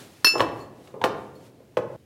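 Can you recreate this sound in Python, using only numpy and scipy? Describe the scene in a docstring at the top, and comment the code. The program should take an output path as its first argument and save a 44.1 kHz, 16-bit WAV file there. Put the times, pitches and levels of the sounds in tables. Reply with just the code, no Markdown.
"""Wine bottles in a cellar rack

Bottles are turned by hand in a wooden rack. One clinks twice against its neighbour, exciting the
high modes of the glass; others drop back into their holes with dull knocks. Glass and sleeves
rub faintly, and the stone vault rumbles and reverberates. Near the end everything stops
abruptly except a faint noise floor."""
import sys
import numpy as np
from scipy import signal
from scipy.fft import rfft, irfft, next_fast_len
from scipy.io import wavfile

SR = 44100
rng = np.random.default_rng(int(sys.argv[2]) if len(sys.argv) > 2 else 0)


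def materialize(psi):
    """Save the field psi as 16-bit PCM at rate SR to the path in sys.argv[1].

    A 1-D psi becomes a single channel; in a 2-D psi each row is a channel.
    """
    bounded = np.clip(np.atleast_2d(psi).T, -1, 1)
    quanta = np.round(bounded * 32767).astype(np.int16)
    wavfile.write(sys.argv[1], SR, quanta)


N = 90404


def amp(db):
    """Amplitude ratio of a level in decibels."""
    return 10 ** (np.asarray(db) / 20)


def along(points, hz):
    """Interpolation of (f/Hz, value) points on a logarithmic frequency axis."""
    f, v = np.transpose(points)
    return np.interp(np.log(hz + 1), np.log(f + 1), v)


def envelope(points):
    """Amplitude envelope through (t/s, level/dB) points."""
    return amp(np.interp(np.arange(N) / SR, *np.transpose(points)))


def delayed(x, seconds):
    """Pure time delay."""
    return np.pad(x, (max(round(seconds * SR), 0), 0))[:N]


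def filtered(x, response):
    """Linear filtering: the spectrum is multiplied by a frequency response."""
    size = next_fast_len(N + SR // 2)
    return irfft(rfft(x, size) * response(np.fft.rfftfreq(size, 1 / SR)), size)[:N]


def noise(spectrum):
    """Gaussian noise of unit rms, shaped by (f/Hz, level/dB) points."""
    x = filtered(rng.standard_normal(N), lambda hz: amp(along(spectrum, hz)))
    return x / np.sqrt(np.mean(x ** 2) + 1e-20)


def damped(x, t60s):
    """Frequency-dependent damping: each band decays exponentially at its own rate."""
    hz, t, bands = signal.stft(x, SR, nperseg=256)
    decay = amp(-60 * t / along(t60s, hz)[:, None])
    return signal.istft(bands * decay, SR, nperseg=256)[1][:N]


def mode(hz, t60, rise_s):
    """Free vibration of one mode: a damped sinusoid with a gradual onset."""
    t = np.arange(SR * 3 // 4) / SR
    vibration = np.sin(2 * np.pi * hz * t) * amp(-60 * t / t60) * (1 - np.exp(-t / rise_s))
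    return np.pad(vibration, (0, N - len(t)))


def burst(spectrum, t60):
    """A transient: decaying noise through a minimum-phase filter."""
    size = 8192
    cepstrum = irfft(np.log(amp(along(spectrum, np.fft.rfftfreq(size, 1 / SR)))))
    causal_fold = np.r_[1, np.full(size // 2 - 1, 2), np.zeros(size // 2)]
    response = irfft(np.exp(rfft(cepstrum * causal_fold)))
    puff = rng.standard_normal(N) * amp(-60 * np.arange(N) / SR / t60)
    return signal.fftconvolve(puff, response / np.linalg.norm(response))[:N]


# Spectrum of the quiet room: f/Hz, level/dB
FLOOR_SPECTRUM = [(25, -24.5), (100, 3), (250, -5.5), (450, -6.5), (900, -22.5), (2500, -25.5), (7000, -32),
                  (16000, -36)]
def noise_floor():
    """Stationary ambient noise, strongest in the bass."""
    return amp(-56) * noise(FLOOR_SPECTRUM)


# Spectrum of the vault's rumble: f/Hz, level/dB
RUMBLE_SPECTRUM = [(25, -38), (60, -6.5), (115, 4), (170, -1.5), (280, 0), (450, -4.5), (800, -9.5),
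                   (2000, -28.5), (5000, -37), (16000, -59.5)]
# Its envelope: t/s, level/dB
RUMBLE_ENVELOPE = [(0, -47.5), (.2, -57.5), (.7, -55), (1.4, -54.5), (1.7, -61), (1.95, -47)]
def rumble():
    """Low-frequency noise in the vault, slowly modulated in amplitude."""
    return envelope(RUMBLE_ENVELOPE) * noise(RUMBLE_SPECTRUM)


# Spectrum of the friction: f/Hz, level/dB
RUB_SPECTRUM = [(200, -6.5), (1000, 0), (3000, -1.5), (5000, -4), (11000, -9), (16000, -15.5)]
# Its envelope: t/s, level/dB
RUB_ENVELOPE = [(0, -47), (.1, -57), (.22, -57.5), (.5, -64.5), (.6, -56), (.71, -71.5), (.86, -59),
                (.98, -71.5), (1.2, -60.5), (1.33, -68.5), (1.47, -58.5), (1.53, -76), (1.85, -72.5),
                (1.95, -66)]
def rubbing():
    """Sliding friction of glass and sleeves radiates broadband noise."""
    return envelope(RUB_ENVELOPE) * noise(RUB_SPECTRUM)


# Initial spectrum of the diffuse field: f/Hz, level/dB
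REVERB_SPECTRUM = [(100, 1), (450, -2.5), (750, -3), (1200, -2), (3000, -7), (6000, -1), (14000, -7)]
# Reverberation time: f/Hz, T60/s
REVERB_DECAY = [(100, 1.3), (450, 0.96), (1000, 0.68), (2500, 0.6), (5000, 0.37), (12000, 0.23)]
def vault(x, rise_s=0.0027):
    """Reverberation: convolution with a diffuse tail whose treble is absorbed first."""
    build_up = 1 - np.exp(-np.arange(N) / SR / rise_s)
    tail = damped(noise(REVERB_SPECTRUM), REVERB_DECAY) * build_up
    return signal.fftconvolve(x, tail / np.linalg.norm(tail))[:N]


# Echoes from the near walls: delay/s, level/dB
WALL_ECHOES = [(.008, -14.5), (0.0178, -6)]
def walls(x, cutoff_hz=1200):
    """Early reflections: delayed, low-passed copies of the direct sound."""
    echoes = sum(amp(db) * delayed(x, delay) for delay, db in WALL_ECHOES)
    return filtered(echoes, lambda hz: 1 / (1 + 1j * hz / cutoff_hz))


# Modes of the bottles: f/Hz, level/dB, nominal T60/s, rise time/s
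BOTTLE_MODES = [(2650, -4, .23, .026), (4327, -11, .18, .0004), (5290, -12.5, .32, .0005),
                (5814, -26, .23, .001), (7052, -32, .36, .003), (5383, -25, .22, .001),
                (5763, -31, .15, .001), (8952, -33, .17, .001), (9155, -25, .14, .001),
                (13371, -31, .15, .002), (11200, -28, .16, .001), (11450, -25, .11, .001),
                (11540, -26, .08, .001), (13790, -36, .14, .002), (15440, -41, .12, .002),
                (2869, -35, .3, .004)]
def glass(contacts, t60_scale):
    """Two-stage modal decay: each (t/s, level/dB) contact adds energy to every glass mode."""
    t = np.arange(SR) / SR
    out = np.zeros(SR)
    for hz, db, t60, rise_s in BOTTLE_MODES:
        energy = 0
        for start, contact_db in contacts:
            age = np.maximum(t - start, 0)
            onset = 1 - np.exp(-age / rise_s)
            prompt = amp(-60 * age / (t60 * t60_scale))
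            aftersound = amp(-29 - 60 * age / (0.74 * t60_scale))
            energy += (amp(db + contact_db) * onset * (prompt + aftersound)) ** 2
        out += np.sqrt(energy) * np.sin(2 * np.pi * (hz * t + rng.random()))
    return np.pad(out, (0, N - SR))


def hollow(hz, peak_s=0.0026):
    """Heavily damped resonance: a bottle seats in its hole with a clunk of a few cycles."""
    t = np.arange(N) / SR
    swell = (t / peak_s * np.exp(1 - t / peak_s)) ** 2
    return np.sin(2 * np.pi * hz * t) * swell


def contact_filter(x, cutoff_hz, bass_db, shelf_hz=207, inverse_q=1.096):
    """Contact compliance: a softer blow has a lower cut-off; a shelf sets its bass."""
    def response(hz):
        shelf = amp(bass_db / (1 + (hz / shelf_hz) ** 2))
        ratio = hz / cutoff_hz
        return shelf / (1 + 1j * inverse_q * ratio - ratio ** 2)
    return filtered(x, response)


# Spectrum of the wooden clatter: f/Hz, level/dB
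CLATTER_SPECTRUM = [(40, -44.5), (110, -7.5), (230, -13.5), (360, 0.5), (650, -3), (1050, -1), (1700, -7),
                    (2200, -7.5), (3100, -7), (4600, -16.5), (8000, -17.5), (16000, -15.5)]
# Its decay time: f/Hz, T60/s
CLATTER_DECAY = [(150, 0.23), (900, 0.079), (3000, 0.023), (12000, 0.11)]
# Modes of the rack: f/Hz, level/dB, T60/s
RACK_MODES = [(304, -13.5, .09), (389.4, -19, 0.12), (670, -12.5, 0.069), (823, -8, 0.085),
              (1040, -8, 0.094), (1176, -16.5, 0.051)]
# Brief snap of glass on wood: f/Hz, level/dB, T60/s
SNAP_MODES = [(2450, 1.5, 0.0052), (2880, 2, 0.0086), (3515, -0.5, 0.0076)]
# Bottles meeting the rack: t/s, clunk f/Hz, clunk/dB, clatter/dB, bass/dB, cut-off/Hz, reverb/dB
RACK_IMPACTS = [(.338, 404.4, -25, -31, 1.5, 750, -2), (.3545, 732, -25.5, -19.5, -8, 1060, -7.5),
                (.381, 428, -21.5, -29, -2.5, 5900, -16), (0.396, 1115, -20, -24.5, 5.5, 3730, -8),
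                (.405, 492, -13.5, -13, -3, 3400, -9.5), (.874, 482, -45.5, -45, -6, 4940, -7),
                (0.9402, 494, -29.5, -39, 16.5, 1170, -3), (1.0150, 918, -20, -32, 14.5, 3670, -6),
                (1.0398, 531, -17, -12, -1, 3900, -10), (1.353, 493, -64, -56.5, -7.5, 15140, -12.5),
                (1.603, 496, -40, -54.5, -3, 686, -18), (1.7707, 509, -9.5, -21.5, 8, 3085, -10)]
def knocks():
    """Impact excitation: each blow drives the rack, its hollow and the hand-damped glass."""
    held_glass = amp(-22) * glass([(0.0012, 0)], t60_scale=0.6)
    wood = sum(amp(db) * mode(hz, t60, rise_s=0.0006) for hz, db, t60 in RACK_MODES + SNAP_MODES)
    out = np.zeros(N)
    for start, clunk_hz, clunk_db, clatter_db, bass_db, cutoff_hz, reverb_db in RACK_IMPACTS:
        vibration = damped(noise(CLATTER_SPECTRUM), CLATTER_DECAY) + wood + held_glass
        clatter = amp(clatter_db) * contact_filter(vibration, cutoff_hz, bass_db)
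        clunk = amp(clunk_db) * hollow(clunk_hz)
        direct = clatter + clunk
        # The clunk sounds inside the rack, so less of it reaches the vault.
        reverb = amp(reverb_db) * vault(clatter + amp(-1) * clunk)
        out += delayed(direct + walls(direct) + reverb, start)
    return out


# Modes of the neighbouring bottle: f/Hz, level/dB, T60/s
NEIGHBOUR_MODES = [(4335, 0, .22), (7060, -12, .18), (11450, -15, .14)]
# Light contacts with it: t/s, level/dB
LIGHT_CONTACTS = [(.603, -49), (1.05, -44), (1.353, -57)]
def touches():
    """Weak excitation: a light touch sets only a few modes ringing."""
    ping = sum(amp(db) * mode(hz, t60, rise_s=0.00092) for hz, db, t60 in NEIGHBOUR_MODES)
    return sum(delayed(amp(db) * ping, start) for start, db in LIGHT_CONTACTS)


# Spectrum of the contact transient: f/Hz, level/dB
CRACK_SPECTRUM = [(80, -30), (300, -2), (650, -7.5), (1450, 1), (2200, -9.5), (4000, -6.5), (5500, -15),
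                  (6700, -23), (11000, -29), (16000, -28.5)]
# Dense cluster of high glass modes: f/Hz, level/dB
SHIMMER_SPECTRUM = [(3000, -45), (4000, -11), (4400, -9), (4750, -35), (5400, -6.5), (6000, -1.5),
                    (6550, -35), (7100, -2.5), (7600, -20), (9100, -16), (10300, -26), (11300, -6),
                    (12100, -33), (13300, -8), (15000, -25), (16000, -23)]
# Glass striking glass: t/s, ring level/dB, crack and shimmer level/dB
GLASS_IMPACTS = [(0.2455, -1, 1), (.2690, -8, -5)]
def clinks():
    """Hard impact: a short contact gives a broadband crack, a shimmer and a long, bright ring."""
    out = glass([(start, ring_db) for start, ring_db, _ in GLASS_IMPACTS], t60_scale=0.96)
    for start, _, transient_db in GLASS_IMPACTS:
        crack = amp(-13) * burst(CRACK_SPECTRUM, t60=0.036)
        shimmer = amp(-30) * burst(SHIMMER_SPECTRUM, t60=0.13)
        out += delayed(amp(transient_db) * (crack + shimmer), start)
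    return out


def scene(stop_s=1.963, fade_s=0.0018):
    """Superposition of the sources; a gate shuts off all but the noise floor."""
    ringing = clinks() + touches()
    cellar = ringing + amp(-14) * vault(ringing) + knocks() + rubbing() + rumble()
    gate = np.clip((stop_s - np.arange(N) / SR) / fade_s + 0.5, 0, 1)
    return (gate * cellar + noise_floor())[None]


def record(dry):
    """Band limiting: a small microphone loses the deep bass and the highest treble."""
    low_hz, top_hz = 77, 16000
    thin = signal.sosfilt(signal.butter(2, low_hz, "highpass", fs=SR, output="sos"), dry[0])
    return filtered(thin, lambda hz: hz < top_hz)[None]


dry = scene()
out = record(dry)
materialize(out)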